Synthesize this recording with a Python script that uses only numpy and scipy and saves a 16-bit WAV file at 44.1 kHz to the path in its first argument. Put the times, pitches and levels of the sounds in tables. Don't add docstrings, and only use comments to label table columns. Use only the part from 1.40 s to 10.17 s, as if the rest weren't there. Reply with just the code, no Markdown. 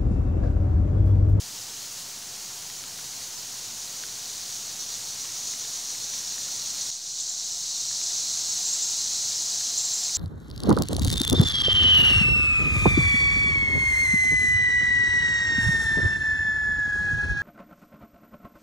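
import sys
import numpy as np
from scipy import signal
from scipy.fft import rfft, irfft, next_fast_len
from scipy.io import wavfile
from scipy.ndimage import uniform_filter1d

SR = 44100
rng = np.random.default_rng(int(sys.argv[2]) if len(sys.argv) > 2 else 0)


def boost(x):
    u = np.asarray(x, float) / 20
    return 10 ** u


def waveform_to_disk(signal):
    frames = np.transpose(np.atleast_2d(signal))
    scaled = np.clip(frames, -1, 1) * 32767
    samples = np.round(scaled).astype(np.int16)
    wavfile.write(sys.argv[1], SR, samples)


N = 386757
CUT_S = 5.504


def since_cut():
    return np.arange(N) / SR - CUT_S


def rms_one(x):
    return x / np.sqrt(np.mean(x ** 2) + 1e-20)


def drift(rate_hz):
    pole = np.exp(-80 * np.pi * rate_hz / SR)
    noise = rng.standard_normal(N // 40 + 2002)
    slow = signal.lfilter([1], [1, -2 * pole, pole * pole], noise)[2000:]
    return np.interp(np.arange(N) / 40, np.arange(len(slow)), rms_one(slow))


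def coloured(x, spectrum):
    size = next_fast_len(N)
    hz, db = np.transpose(spectrum)
    bin_hz = np.arange(size // 2 + 1) * SR / size
    shape_db = np.interp(np.log(bin_hz + 1), np.log(hz), db)
    return rms_one(irfft(rfft(x, size) * boost(shape_db), size)[:N])


def resonance(x, hz, width_hz):
    r = np.exp(-np.pi * width_hz / SR)
    poles = [1, -2 * r * np.cos(2 * np.pi * hz / SR), r * r]
    return signal.lfilter([(1 - r * r) / 2, 0, (r * r - 1) / 2], poles, x)


def grains(per_s, spread_db):
    size_db = spread_db * np.minimum(rng.exponential(1, N), 4)
    sizes = boost(size_db) * rng.choice([-1, 1], N)
    return rms_one(sizes * (rng.random(N) < per_s / SR))


def echoes(x, wet_db, decay_s):
    lags, sizes = rng.random((40, 2)).T
    path = np.zeros(4000)
    path[(60 + lags * 3900).astype(int)] = (2 * sizes - 1) * np.exp(-lags * 3900 / SR / decay_s)
    path *= boost(wet_db) / np.linalg.norm(path)
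    path[0] = 1
    return signal.fftconvolve(x, path / np.linalg.norm(path))[:N]


def yard(rumble_db=-55, mains_db=-66, mains_hz=119.8):
    # hz, level_db (per Hz)
    rumble_spectrum = [(25, -30), (45, -11.5), (70, -7.5), (100, -2), (200, -2.5), (450, -6.5), (900, -6),
                       (1600, -11), (3000, -27)]
    # centre_hz, width_hz, first_view_db, second_view_db
    hums = [(120.7, 11, -74.5, -69), (99.7, 11.5, -74, -73), (712.6, 14, -69, -63.5), (726, 62, -72.5, -66),
            (916, 57, -67.5, -68)]
    out = boost(rumble_db) * coloured(rng.standard_normal(N), rumble_spectrum)
    second = since_cut() > 0
    for hz, width_hz, first_db, second_db in hums:
        tone = resonance(resonance(rng.standard_normal(N), hz, width_hz), hz, width_hz)
        power = uniform_filter1d(tone ** 2, size=SR // 8)
        tone = tone / (power + 1e-12) ** .4
        out += boost(np.where(second, second_db, first_db)) * rms_one(tone)
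    mains = np.sin(2 * np.pi * mains_hz * np.arange(N) / SR)
    return out + boost(mains_db + drift(2.2)) * mains


def bird(overtone_db=-28, echo_db=-12, echo_s=0.024, droop_hz=250):
    # start_s, length_s, start_hz, top_hz, level_db
    chips = [
        (5.799, 0.026, 6000, 7660, -22),
        (5.888, 0.025, 5960, 7400, -20.5),
        (7.248, 0.044, 5920, 7630, -24.5),
        (7.327, 0.03, 6140, 7640, -22.5),
        (7.419, .035, 6090, 7600, -23),
        (8.374, 0.029, 5480, 7600, -19.5),
        (8.447, 0.02, 6800, 7600, -23),
        (8.532, 0.027, 7300, 7440, -21.5),
        (8.634, .03, 7060, 7440, -28),
        (8.747, 0.039, 5390, 7550, -21),
    ]
    out = np.zeros(2 * N)
    for start_s, length_s, start_hz, top_hz, level_db in chips:
        part = np.linspace(0, 1, round(length_s * SR))
        leap = (top_hz - start_hz) * np.clip(1 - part / 0.54, 0, 1) ** 2
        droop = droop_hz * np.clip(part / .4 - 1.5, 0, 1) ** 2
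        phase = 2 * np.pi * np.cumsum(top_hz - leap - droop) / SR
        shape = np.minimum(part / 0.13, 1) * np.minimum((1 - part) / 0.89, 1)
        tone = np.sin(phase) + boost(overtone_db) * np.sin(2 * phase)
        out[round(start_s * SR):][:len(part)] += boost(level_db) * shape * tone
    wall = boost(echo_db) * np.roll(out, round(echo_s * SR))
    return echoes((out + wall)[:N], -6.5, 0.078)


def chorus(level_db=-39):
    # hz, level_db (per Hz)
    chorus_spectrum = [(2300, -19), (2900, -9.5), (3600, -7.5), (4400, -2.5), (5200, -3), (6050, 0),
                       (6900, -0.5), (7700, -5.5), (8700, -8), (9600, -13.5), (11000, -16)]
    far = coloured(rng.standard_normal(N) + .5 * grains(1500, 2.6), chorus_spectrum)
    return echoes(far, -9, .025) * boost(level_db + .5 * drift(8.5))


def cicada(modes, ribs_per_s, blur):
    out, snaps = 0, grains(ribs_per_s, 2.3)
    for k, (hz, width_hz, level_db) in enumerate(modes):
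        drive = snaps + blur * rng.standard_normal(N)
        ring = resonance(resonance(drive, hz, width_hz), hz, width_hz * 2)
        out = out + (-1) ** k * boost(level_db + 0.78 * drift(17.0)) * ring
    return echoes(rms_one(out), -7.5, .025)


def belly_throbs_db(throb_s=.028):
    # first_throb_s, period_s, end_s, first_lift_db, last_lift_db
    throb_runs = [
        (2.13, 0.14, 2.56, 2.5, .3),
        (2.62, .1317, 3.6, .8, 4.5),
        (3.41, .138, 4.12, -0.5, 6),
        (4.239, .131, 5.9, 3.5, 5),
        (5.497, .131, 5.56, 3, 5.0),
        (6.4, 0.13, 7.7, 2, 1.5),
        (7.408, .123, 8.82, 2.5, 6.5),
    ]
    coarse_s = np.arange(0, N / SR + .002, .002)
    lift_db = np.zeros(len(coarse_s))
    for start, period, end, from_db, to_db in throb_runs:
        for s in np.arange(start, end, period):
            peak_db = np.interp(s, [start, end], [from_db, to_db])
            lift_db += peak_db * np.exp(-.5 * ((coarse_s - s) / throb_s) ** 2)
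    return np.interp(np.arange(N) / SR, coarse_s, lift_db)


def near_cicadas():
    # centre_hz, width_hz, level_db
    throbber_modes = [(3660, 620, -12), (4250, 540, -6), (5380, 980, -7.5), (6073, 180, -0.5),
                      (5710, 260, -3.5), (6600, 800, -2), (7300, 690, -13.5), (8270, 820, -13),
                      (9300, 1400, -27.5)]
    late_modes = [(3720, 920, -24), (4110, 113, -1), (4076, 470, -2.5), (4580, 700, -4), (5410, 780, -0.5),
                  (6080, 530, 0.5), (6494, 370, 3.5), (7080, 510, -0.5), (7600, 290, -0.5),
                  (8030, 700, -12.5), (9000, 1100, -18.5)]
    t, after = np.arange(N) / SR, since_cut()
    behind_db = 3 * np.clip(1 - (after / 0.27) ** 2, 0, 1)
    swell_db = -31.5 - 26.5 * np.exp(-t / 2.05)
    tiring_db = -28 - 2.5 * after - behind_db
    throbber_db = np.where(after < 0, swell_db, tiring_db) + belly_throbs_db() - 3.5
    late_db = np.where(after < 0, -40.5 + 6 * after, -30.4 - behind_db)
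    throbber = boost(throbber_db) * cicada(throbber_modes, 700, blur=1.5)
    return throbber + boost(late_db) * cicada(late_modes, 700, blur=2.0)


def patter(level_db=-66):
    return boost(level_db) * rms_one(resonance(grains(45, 3), 1940, 1800))


def drops(gain_db=-0.5, crack=2.9, ring_share=0.41, ring_cycles=7):
    # start_s, peak_db, ring_hz
    leaf_hits = [(0.824, -37, 2690), (1.3, -36, 1910), (1.439, -35, 1340), (1.591, -39, 1470),
                 (1.7349, -38, 2080), (1.8143, -40, 2000), (2.637, -32, 1500), (3.8462, -39, 1120),
                 (3.8547, -36, 2740), (3.8911, -39, 2680), (3.9634, -39, 1320), (4.137, -34, 2060),
                 (4.2497, -34, 2820), (4.5507, -36, 1950), (4.6673, -43, 2220), (4.736, -35, 2310),
                 (4.98, -34, 1770), (5.085, -39, 1390), (6.512, -37, 1700), (6.615, -35.5, 2380),
                 (6.7072, -37, 1950), (7.914, -36, 2260), (8.209, -36.5, 1770), (8.694, -37, 2270)]
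    out, age_s = np.zeros(N + 900), np.arange(900) / SR
    band = signal.butter(2, [1400, 5500], "band", fs=SR, output="sos")
    for start_s, peak_db, hz in leaf_hits:
        ring = np.sin(2 * np.pi * hz * age_s) * np.exp(-age_s * hz / ring_cycles)
        splash = .35 * rng.standard_normal(900) * np.exp(-age_s / .003)
        snap = -3.5 * (age_s == 0)
        hit = ring_share * ring + crack * signal.sosfilt(band, splash + snap)
        out[round(start_s * SR):][:900] += boost(peak_db + gain_db) * hit
    return out[:N]


def sprinkler(spray_db=-49, whistle_db=-58, second_view_db=0.0, grain=0.27, flutter_depth=.3, wobble=.45):
    # hz, level_db (per Hz)
    spray_spectrum = [(300, -30), (700, -3), (1500, 0.5), (2500, 2), (5000, -6.5), (8000, -12),
                      (10000, -2), (11300, -4.5), (12200, -6.6), (13200, -4.8), (14500, -2.2), (15700, -1.2)]
    jets_per_s = np.where(since_cut() < 0, 100.15, 100.9)
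    jet_phase = 2 * np.pi * np.cumsum(jets_per_s) / SR
    lean = jet_phase / 20
    chop = np.cos(jet_phase) + wobble * np.cos(jet_phase + lean) + 0.22 * np.cos(jet_phase + 2 * lean)
    water = coloured(rng.standard_normal(N) + grain * grains(3000, 7.8), spray_spectrum)
    dull = signal.sosfilt(signal.butter(2, 2500, fs=SR, output="sos"), water)
    view_db = np.where(since_cut() > 0, second_view_db, 0)
    hiss = dull + (water - dull) * boost(view_db) * np.maximum(1 + flutter_depth * chop, 0)
    cavity = resonance(resonance(rng.standard_normal(N), 10650, 480), 10650, 480)
    cavity = rms_one(cavity) * np.maximum(1 + 0.91 * chop, 0)
    surge_db = .35 * drift(5.0)
    return boost(spray_db + surge_db) * hiss + boost(whistle_db) * cavity


def scene():
    background = yard() + bird() + chorus() + near_cicadas()
    return np.tile(background + patter() + drops() + sprinkler(), (2, 1))


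def edit_db(first_view_db=1.15, second_view_db=.8, fade_from_db=-8, fade_in_s=1.57):
    part = np.clip(since_cut() / fade_in_s, 0, 1)
    fade_db = 20 * np.log10(part + (1 - part) * boost(fade_from_db))
    return np.where(since_cut() < 0, first_view_db, second_view_db + fade_db)


def slips(mid, gain_db=-0.5, width_hz=1400):
    # centre_s, centre_hz
    slip_bands = [(1.39, 6400), (1.482, 8950), (1.482, 11000), (1.97, 6200), (1.994, 5400), (3.41, 5200),
                  (3.41, 15000), (3.665, 11000), (4.085, 7600), (4.316, 8300), (6.406, 7600),
                  (6.406, 14500), (7.102, 6900), (7.102, 12000)]
    side, hz = np.zeros(N), np.arange(1025) * SR / 2048
    for centre_s, centre_hz in slip_bands:
        at = round(centre_s * SR) - 1024
        band = abs(hz - centre_hz) < width_hz / 2
        sizes = abs(rfft(mid[at:at + 2048])) * band
        noise = irfft(sizes * np.exp(2j * np.pi * rng.random(1025)))
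        side[at:at + 2048] += boost(gain_db) * noise * np.hanning(2048) ** 1.2
    return side * [[1], [-1]]


def top_cut(x):
    return signal.sosfilt(signal.butter(12, 16990, fs=SR, output="sos"), x)


def record(dry):
    size, top_hz = next_fast_len(N), 15750
    below = np.arange(size // 2 + 1) * SR / size < top_hz
    cut = irfft(rfft(dry * boost(edit_db()), size) * below, size)[:, :N]
    return top_cut(cut + slips(cut[0]) + 0.00091)


dry = scene()
out = record(dry)
waveform_to_disk(out)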